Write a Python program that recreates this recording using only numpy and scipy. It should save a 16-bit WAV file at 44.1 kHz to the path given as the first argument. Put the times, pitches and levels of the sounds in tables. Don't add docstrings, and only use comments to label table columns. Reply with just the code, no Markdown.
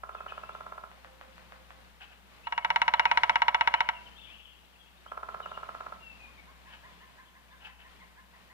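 import sys
import numpy as np
from scipy import signal
from scipy.fft import rfft, irfft
from scipy.io import wavfile

SR = 44100
rng = np.random.default_rng(int(sys.argv[2]) if len(sys.argv) > 2 else 0)


def wav_record(signal):
    frames = np.transpose(np.atleast_2d(signal))
    bounded = np.clip(frames, -1, 1)
    quanta = np.round(bounded * 32767).astype(np.int16)
    wavfile.write(sys.argv[1], SR, quanta)


N = 376173
TIME = np.arange(N) / SR

# f/Hz, relative level/dB, 60 dB decay t/s
LIMB_MODES = [(66, -37, 0.024), (137, -60, 0.018), (387, -25, 0.0084), (624, -66, 0.044), (743, -26, 0.057),
              (891, -7.5, 0.022), (935, -1, 0.023), (1003, -30, 0.013), (1110, -28, 0.078),
              (1325, -19, 0.045), (1420, -45, 0.065), (1621, -12.5, 0.022), (1637, -18.5, 0.041),
              (1795, -28, 0.043), (1894, -23.5, 0.048), (2227, -22.5, 0.049), (2266, -29.5, 0.038),
              (2316, -29.5, 0.051), (2614, -24.5, 0.04), (2891, -22, 0.04), (3270, -45.5, 0.078),
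              (3460, -31.5, 0.037), (3850, -29.5, 0.03), (4110, -29, 0.022)]
# f/Hz, relative level/dB, 60 dB decay t/s
TRUNK_MODES = [(556, -55, .45), (607, -51, .45), (673, -47, .5), (720, -51, .4), (763, -51, .4),
               (975, -37, .5), (1015, -42, .3)]
# f/Hz, relative level/dB
CRACK_COLOUR = [(100.0, -34), (500.0, -29), (900.0, -29.5), (1400.0, -1), (1700.0, -9), (2150.0, 2.5),
                (2550.0, -26), (2850.0, -11), (3400.0, -19), (4600.0, -33.5), (5350.0, -23), (5900.0, -36),
                (6400.0, -31.5), (7400.0, -58.5), (10500, -48), (15000.0, -54)]
# first blow t/s, last blow t/s, first gap t/s
NEAR_RUNS = [(2.4701, 2.578, .0539), (2.6478, 2.818, .056), (2.8805, 3.806, .0575), (3.8893, 3.889, .066)]
ROLL_SLOWING_S = .0006
WINDUP_DB, WINDUP_S, EASE_DB, EASE_S = -12, .15, -4, 0.063
HARD_DB, SOFT_START_DB, HARDEN_S = 0.54, -11, .06


def near_roll(ring_db=0, crack_db=-9.0, touch_db=-18, spread_s=0.0021, splinter_db=-37, splinter_s=0.0058,
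              echo_db=-24, echo_s=0.049, uneven_db=0.97, trunk_db=0):
    out, t = np.zeros(N), np.arange(SR // 10) / SR
    hz, db, t60 = np.transpose(LIMB_MODES)[:, :, None]
    sign = (-1) ** np.arange(1, len(LIMB_MODES) + 1)[:, None]
    crack = undb(crack_db) * click(CRACK_COLOUR)
    trunk_t = TIME[:SR // 2]
    trunk = np.zeros(len(trunk_t))
    for trunk_hz, gain_db, trunk_t60 in TRUNK_MODES:
        trunk += undb(gain_db) * np.sin(2 * np.pi * trunk_hz * trunk_t) * decay(trunk_t, trunk_t60)

    times = np.concatenate([blows(*run, ROLL_SLOWING_S) for run in NEAR_RUNS])
    since, left = times - times[0], times[-1] - times
    force = WINDUP_DB * np.exp(-since / WINDUP_S) + EASE_DB * np.exp(-left / EASE_S)
    hardness = HARD_DB + SOFT_START_DB * np.exp(-since / HARDEN_S)
    hardness += uneven_db * rng.standard_normal(len(times))
    chances = rng.standard_normal((len(times), 2, len(LIMB_MODES), 1))
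    for s, blow_db, hard_db, (size_chance, pitch_chance) in zip(times, force, hardness, chances):
        size = undb(db + size_chance * hz / 2200)
        pitch = hz * (1 + .003 * pitch_chance)
        modes = sign * size * np.sin(2 * np.pi * pitch * t) * decay(t, t60)
        swell = 1 - np.exp(-t / spread_s)
        add(out, s, undb(blow_db + ring_db) * modes.sum(axis=0) * swell)
        add(out, s, undb(blow_db + trunk_db) * trunk)
        add(out, s, undb(blow_db + hard_db) * crack)
        add(out, s - .0012, undb(blow_db + touch_db) * crack)
        splinter = band(rng.standard_normal(len(t)), 4400, 3400) * np.exp(-t / splinter_s)
        add(out, s, undb(blow_db + hard_db + splinter_db) * splinter)
    add(out, echo_s, undb(echo_db) * band(out, 990, 300))
    return trees(out, wet_db=-21, t60=.65, treble_t60=.36, build_s=.015)


# first blow t/s, last blow t/s, first gap t/s, slowing per blow t/s
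DISTANT_RUNS = [(.0336, .834, .0569, .00006), (5.0605, 5.921, .0561, .00019)]
# relative level/dB, first blow's offset level/dB, fade level/dB per s
DISTANT_FORCE = [(-34.5, 0.5, 2.5), (-32.5, -10, 3)]
# f/Hz, relative level/dB
DISTANT_WOOD = [(150, -53), (300, -31), (420, -11.5), (540, -3.5), (680, -7), (850, -6), (1050, -4),
                (1250, 2), (1380, 0.5), (1490, -12.5), (1620, -10.5), (1800, -19), (2400, -21.5),
                (4000, -40.5), (9000, -47)]
# delay t/s, relative level/dB
DISTANT_PATHS = [(.0008, -2), (.0038, 4), (.0085, -10)]


def far_rolls(gain_db=4, uneven_db=1.0):
    out, knock = np.zeros(N), click(DISTANT_WOOD)
    for run, (peak_db, first_db, fade_db) in zip(DISTANT_RUNS, DISTANT_FORCE):
        times = blows(*run)
        force = peak_db - fade_db * (times - times[0])
        force += first_db * (times == times[0])
        chances = rng.standard_normal((len(times), len(DISTANT_PATHS)))
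        for s, db, chance in zip(times, force, chances):
            for (delay, path_db), path_chance in zip(DISTANT_PATHS, chance):
                add(out, s + delay, undb(db + path_db + gain_db + uneven_db * path_chance) * knock)
    return trees(out, wet_db=-9.5, t60=.5, treble_t60=.17, build_s=.002)


# t/s, peak level/dB of the direct tap
PECK_TIMES = [(.9155, -37), (1.047, -33), (1.2125, -32), (1.3808, -35.5), (1.5222, -33), (1.706, -34)]
# f/Hz, relative level/dB
BARK_COLOUR = [(200, -30), (400, -14), (600, 0), (1200, 0), (1600, -2), (2200, -7), (3200, -13),
               (5000, -28), (10000, -42)]


def pecks(ring_hz=525, ring_t60=0.55, ring_db=-25):
    out, t = np.zeros(N), TIME[:SR // 2]
    tap = click(BARK_COLOUR)
    ring = undb(ring_db) * np.sin(2 * np.pi * ring_hz * t) * decay(t, ring_t60)
    for s, db in PECK_TIMES:
        add(out, s, undb(db) * tap)
        add(out, s, undb(db) * ring)
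    return trees(out, wet_db=-4, t60=.6, treble_t60=.3, build_s=.002)


# t/s, length t/s, start f/Hz, end f/Hz, relative level/dB
CANOPY_WHISTLES = [(.168, .033, 2560, 2630, -54.5), (.276, 0.027, 2870, 3030, -49.5),
                   (.29, 0.027, 2530, 2560, -49), (.425, .035, 2680, 2580, -54),
                   (.483, 0.022, 2870, 2630, -54), (2.43, .053, 2470, 3120, -52.5),
                   (2.527, 0.063, 2600, 3070, -53), (2.595, 0.044, 2300, 2080, -51),
                   (2.96, 0.037, 3040, 2950, -52), (3.01, .035, 2680, 2970, -46),
                   (3.06, 0.059, 2490, 2480, -41), (3.62, .047, 2660, 2410, -51),
                   (3.706, 0.1, 2750, 3160, -45), (3.748, 0.043, 2600, 2300, -51.5),
                   (3.85, 0.043, 2110, 2330, -50), (3.931, 0.071, 2860, 2665, -47),
                   (4.053, 0.035, 3160, 2890, -50), (4.147, 0.037, 3120, 3280, -55),
                   (4.199, 0.066, 3610, 3190, -55.5), (4.292, 0.092, 2360, 3300, -53),
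                   (4.427, .068, 3510, 2656, -57), (4.77, 0.092, 3420, 3120, -59.5),
                   (5.058, 0.056, 2820, 3520, -59), (5.422, 0.043, 3060, 2730, -50),
                   (5.53, 0.035, 2740, 2950, -51.5)]
# t/s, length t/s
SINKING_WHISTLE = [(5.988, .17), (6.185, .11), (6.372, 0.04)]
SINKING_HZ, SINK_HZ_PER_S, SINKING_DB, SINKING_FADE_DB_PER_S = 2816, 1430, -49.5, 8


def songbirds(gain_db=2, arch=0.0048):
    out, notes = np.zeros(N), list(CANOPY_WHISTLES)
    for s, length in SINKING_WHISTLE:
        since = s - SINKING_WHISTLE[0][0]
        start = SINKING_HZ - SINK_HZ_PER_S * since
        end = start - SINK_HZ_PER_S * length
        notes.append((s, length, start, end, SINKING_DB - SINKING_FADE_DB_PER_S * since))
    for s, length, start, end, db in notes:
        middle = (1 + arch) * (start + end) / 2
        phase, swell = syllable(length, start, middle, end, waver=.0005 / length)
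        flutter = np.interp(TIME[:len(swell)], np.arange(50) / 200, rng.standard_normal(50))
        add(out, s, undb(db + gain_db + 2 * flutter) * swell * np.sin(phase))
    return trees(out, wet_db=-5, t60=.55, treble_t60=.55, build_s=.008)


# from t/s, to t/s, central f/Hz, loudest chirp's level/dB
TWITTER_STRETCHES = [(.099, 0.603, 3050, -59.5), (2.606, 4.099, 2850, -50.5), (3.15, 4.0, 2400, -61),
                     (4.119, 4.517, 3024, -51.5), (4.603, 5.597, 3190, -57.5), (6.597, 8, 3030, -63)]


def chorus(count=18):
    out = np.zeros(N)
    for begin, finish, pitch_hz, db in TWITTER_STRETCHES:
        for place, length, soft, *bend in rng.random((count, 6)):
            start, middle, end = pitch_hz * (.78 + .44 * np.array(bend))
            phase, swell = syllable(0.0203 + .03 * length, start, middle, end, waver=0.02)
            chirp = undb(db - 6.5 * soft) * swell * np.sin(phase)
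            add(out, begin + place * (finish - begin), chirp)
    return trees(out, wet_db=-2.5, t60=.7, treble_t60=1.0, build_s=0.011)


YELP_START_S, YELP_END_S, YELP_GAP_S, YELP_EXTRA_GAP_S, YELP_SETTLE_S = 6.248, 8.52, .1635, .04, .38
YELP_HZ, YELP_EXTRA_HZ, YELP_DB = 1040, 50.2, -56


def yelps(length=0.057, octave_db=-7, second_voice_db=0.5, second_ratio=1.7, second_delay_s=0.009, uneven_db=1.7):
    out, s = np.zeros(N), YELP_START_S
    while s < YELP_END_S:
        unsettled = np.exp(-(s - YELP_START_S) / YELP_SETTLE_S)
        hz = YELP_HZ + YELP_EXTRA_HZ * unsettled
        db = YELP_DB + uneven_db * rng.standard_normal()
        phase, swell = syllable(length, 0.77 * hz, hz, 0.955 * hz, waver=0.019)
        tone = np.sin(phase) + undb(octave_db) * np.sin(2 * phase)
        add(out, s + 0.013, undb(db) * swell * tone)
        high = second_ratio * hz * (1 + 0.059 * rng.standard_normal())
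        phase, swell = syllable(length, 0.82 * high, 1.04 * high, 0.793 * high, waver=0.063)
        second_voice = undb(db + second_voice_db) * (1 - unsettled) * swell * np.sin(phase)
        add(out, s + second_delay_s, second_voice)
        s += YELP_GAP_S + YELP_EXTRA_GAP_S * unsettled
    return trees(out, wet_db=-5, t60=.6, treble_t60=.6, build_s=.01)


# t/s, length t/s, direct rms level/dB
CAW_CALLS = [(0.272, 0.055, -53), (1.997, 0.061, -50), (2.102, 0.05, -59), (6.658, 0.1, -59.5),
             (6.716, 0.049, -52), (7.599, 0.062, -57), (7.638, 0.053, -48), (7.78, 0.064, -58)]
# f/Hz, half the width of each of two passes f/Hz, relative level/dB
THROAT_RESONANCES = [(930, 220, -7), (1550, 380, -5), (2250, 200, -6), (2560, 130, -1), (2920, 130, -2)]


def caws(pitch_hz=380, rasp=0.73):
    out = np.zeros(N)
    for s, length, db in CAW_CALLS:
        phase, swell = syllable(length, .8 * pitch_hz, pitch_hz, .9 * pitch_hz, waver=0.18)
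        pulses = np.diff(phase // (2 * np.pi), prepend=0)
        breath = rasp * (1 + np.cos(phase)) * rng.standard_normal(len(phase))
        source = level(pulses, 0) + breath
        voice = np.zeros(len(phase))
        for hz, width, gain_db in THROAT_RESONANCES:
            voice += undb(gain_db) * band(band(source, hz, 2 * width), hz, 2 * width)
        add(out, s, level(voice * swell, db))
    return trees(out, wet_db=-8, t60=.5, treble_t60=.4, build_s=.008)


# f/Hz, relative level/dB per Hz
AIR_COLOUR = [(20, -0.5), (90, -2.5), (125, 3), (150, -0.5), (180, 9), (240, 1), (320, -3), (800, 1.5),
              (1500, -0.5), (2800, -2.5), (4000, -7.5), (6000, -17), (9000, -22.5), (16000, -33)]
# t/s, level/dB
AIR_COURSE = [(0, -58), (1.3, -57.5), (2.3, -59), (3.2, -53.5), (4.4, -58.5), (4.9, -61.5), (5.5, -55.5),
              (6.5, -58), (7.5, -60), (8.5, -59)]


def air(flutter_db=-1.5):
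    noise = rng.standard_normal((3, N))
    flutter = np.interp(TIME, np.linspace(0, TIME[-1], num=70), rng.standard_normal(size=70))
    course_db = np.interp(TIME, *np.transpose(AIR_COURSE)) + flutter_db * flutter
    both_sides = noise[:2] + 0.83 * noise[2]
    return level(colour(both_sides, AIR_COLOUR), 0) * undb(course_db)


def trees(x, wet_db, t60, treble_t60, build_s):
    t = np.arange(SR) / SR
    scatter = rng.standard_normal((2, SR))
    scatter = scatter + 0.28 * scatter[::-1]
    low = signal.sosfilt(signal.butter(2, 1500, fs=SR, output="sos"), scatter)
    high = signal.sosfilt(signal.butter(2, 1500, "high", fs=SR, output="sos"), scatter)
    tail = low * decay(t, t60) - high * decay(t, treble_t60)
    tail *= 1 - np.exp(-t / build_s)
    tail /= np.sqrt(np.sum(tail ** 2) / 2)
    return x + undb(wet_db) * signal.fftconvolve(x[None], tail, axes=1)[:, :N]


def blows(first, last, gap, slowing):
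    times = [first]
    while times[-1] + gap / 2 < last:
        times.append(times[-1] + gap)
        gap += slowing
    return np.array(times)


def syllable(length, start_hz, middle_hz, end_hz, waver):
    u = np.linspace(0, 1, max(int(length * SR), 2))
    hz = np.polyval(np.polyfit([0, .5, 1], [start_hz, middle_hz, end_hz], 2), u)
    wobble = np.interp(u, np.linspace(0, 1, 20), rng.standard_normal(20))
    phase = 2 * np.pi * np.cumsum(hz * (1 + waver * wobble)) / SR
    return phase, np.sin(np.pi * u)


def undb(db):
    return 10 ** (np.asarray(db) / 20)


def decay(t, t60):
    return np.exp(-np.log(1000) * t / t60)


def level(x, db):
    return x * undb(db) / np.sqrt(np.mean(x ** 2))


def curve_at(points, hz):
    f, value = np.transpose(points)
    return np.interp(np.log(hz + 1), np.log(f), value)


def colour(x, points):
    n = x.shape[-1]
    return irfft(rfft(x) * undb(curve_at(points, np.fft.rfftfreq(n, 1 / SR))), n)


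def click(points, size=2048):
    cepstrum = irfft(np.log(undb(curve_at(points, np.fft.rfftfreq(size, 1 / SR)))))
    cepstrum[1:size // 2] *= 2
    cepstrum[size // 2 + 1:] = 0
    pulse = irfft(np.exp(rfft(cepstrum)))
    return pulse / np.abs(pulse).max()


def add(out, s, x):
    i = min(max(int(round(s * SR)), 0), len(out))
    out[i:i + len(x)] += x[:len(out) - i]


def band(x, hz, width):
    return signal.lfilter(*signal.iirpeak(hz, hz / width, fs=SR), x)


def scene():
    birds = songbirds() + chorus() + yelps() + caws()
    return near_roll() + far_rolls() + pecks() + birds + air()


# f/Hz, level/dB
MICROPHONE_BALANCE = [(60, 0), (130, 4.5), (200, -1.5), (380, -11), (700, -11), (950, -5), (1400, -0.5),
                      (2200, 5.5), (2900, 10), (4400, 20.5), (6000, 17.5), (8500, 10.5), (15000, 3)]
# t/s, rms level/dB
HUM_COURSE = [(0, -55), (.6, -57.5), (1.1, -58), (1.7, -56.5), (2.3, -60), (3, -56), (4.1, -56),
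              (4.8, -62.5), (5.2, -56.5), (5.7, -58.5), (6.3, -56), (6.8, -57.5), (7.3, -63), (7.7, -57),
              (8.5, -62)]
TOP_HZ = 15550


def record(dry, turn=1.37, lag_s=.00003, hum_right_db=-20, hiss_db=-69.0):
    hz = np.fft.rfftfreq(N, 1 / SR)
    ratio = undb(curve_at(MICROPHONE_BALANCE, hz))
    lag = turn * hz ** 2 / (hz ** 2 + 350 ** 2) + 2 * np.pi * hz * lag_s
    microphones = np.array([ratio * np.exp(-1j * lag), np.ones(len(hz))])
    even_power = np.sqrt(2 / (1 + ratio ** 2))
    sound = irfft(rfft(dry) * microphones * even_power, N)
    mains = np.sin(2 * np.pi * 59.7 * TIME)
    hum_course = undb(np.interp(TIME, *np.transpose(HUM_COURSE)))
    hum = level(mains, 0) * hum_course * undb([[0], [hum_right_db]])
    hiss = undb(hiss_db) * rng.standard_normal((2, N))
    top_cut = signal.ellip(10, .2, 60, TOP_HZ, fs=SR, output="sos")
    return signal.sosfilt(top_cut, sound + hum + hiss)


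dry = scene()
out = record(dry)
wav_record(out)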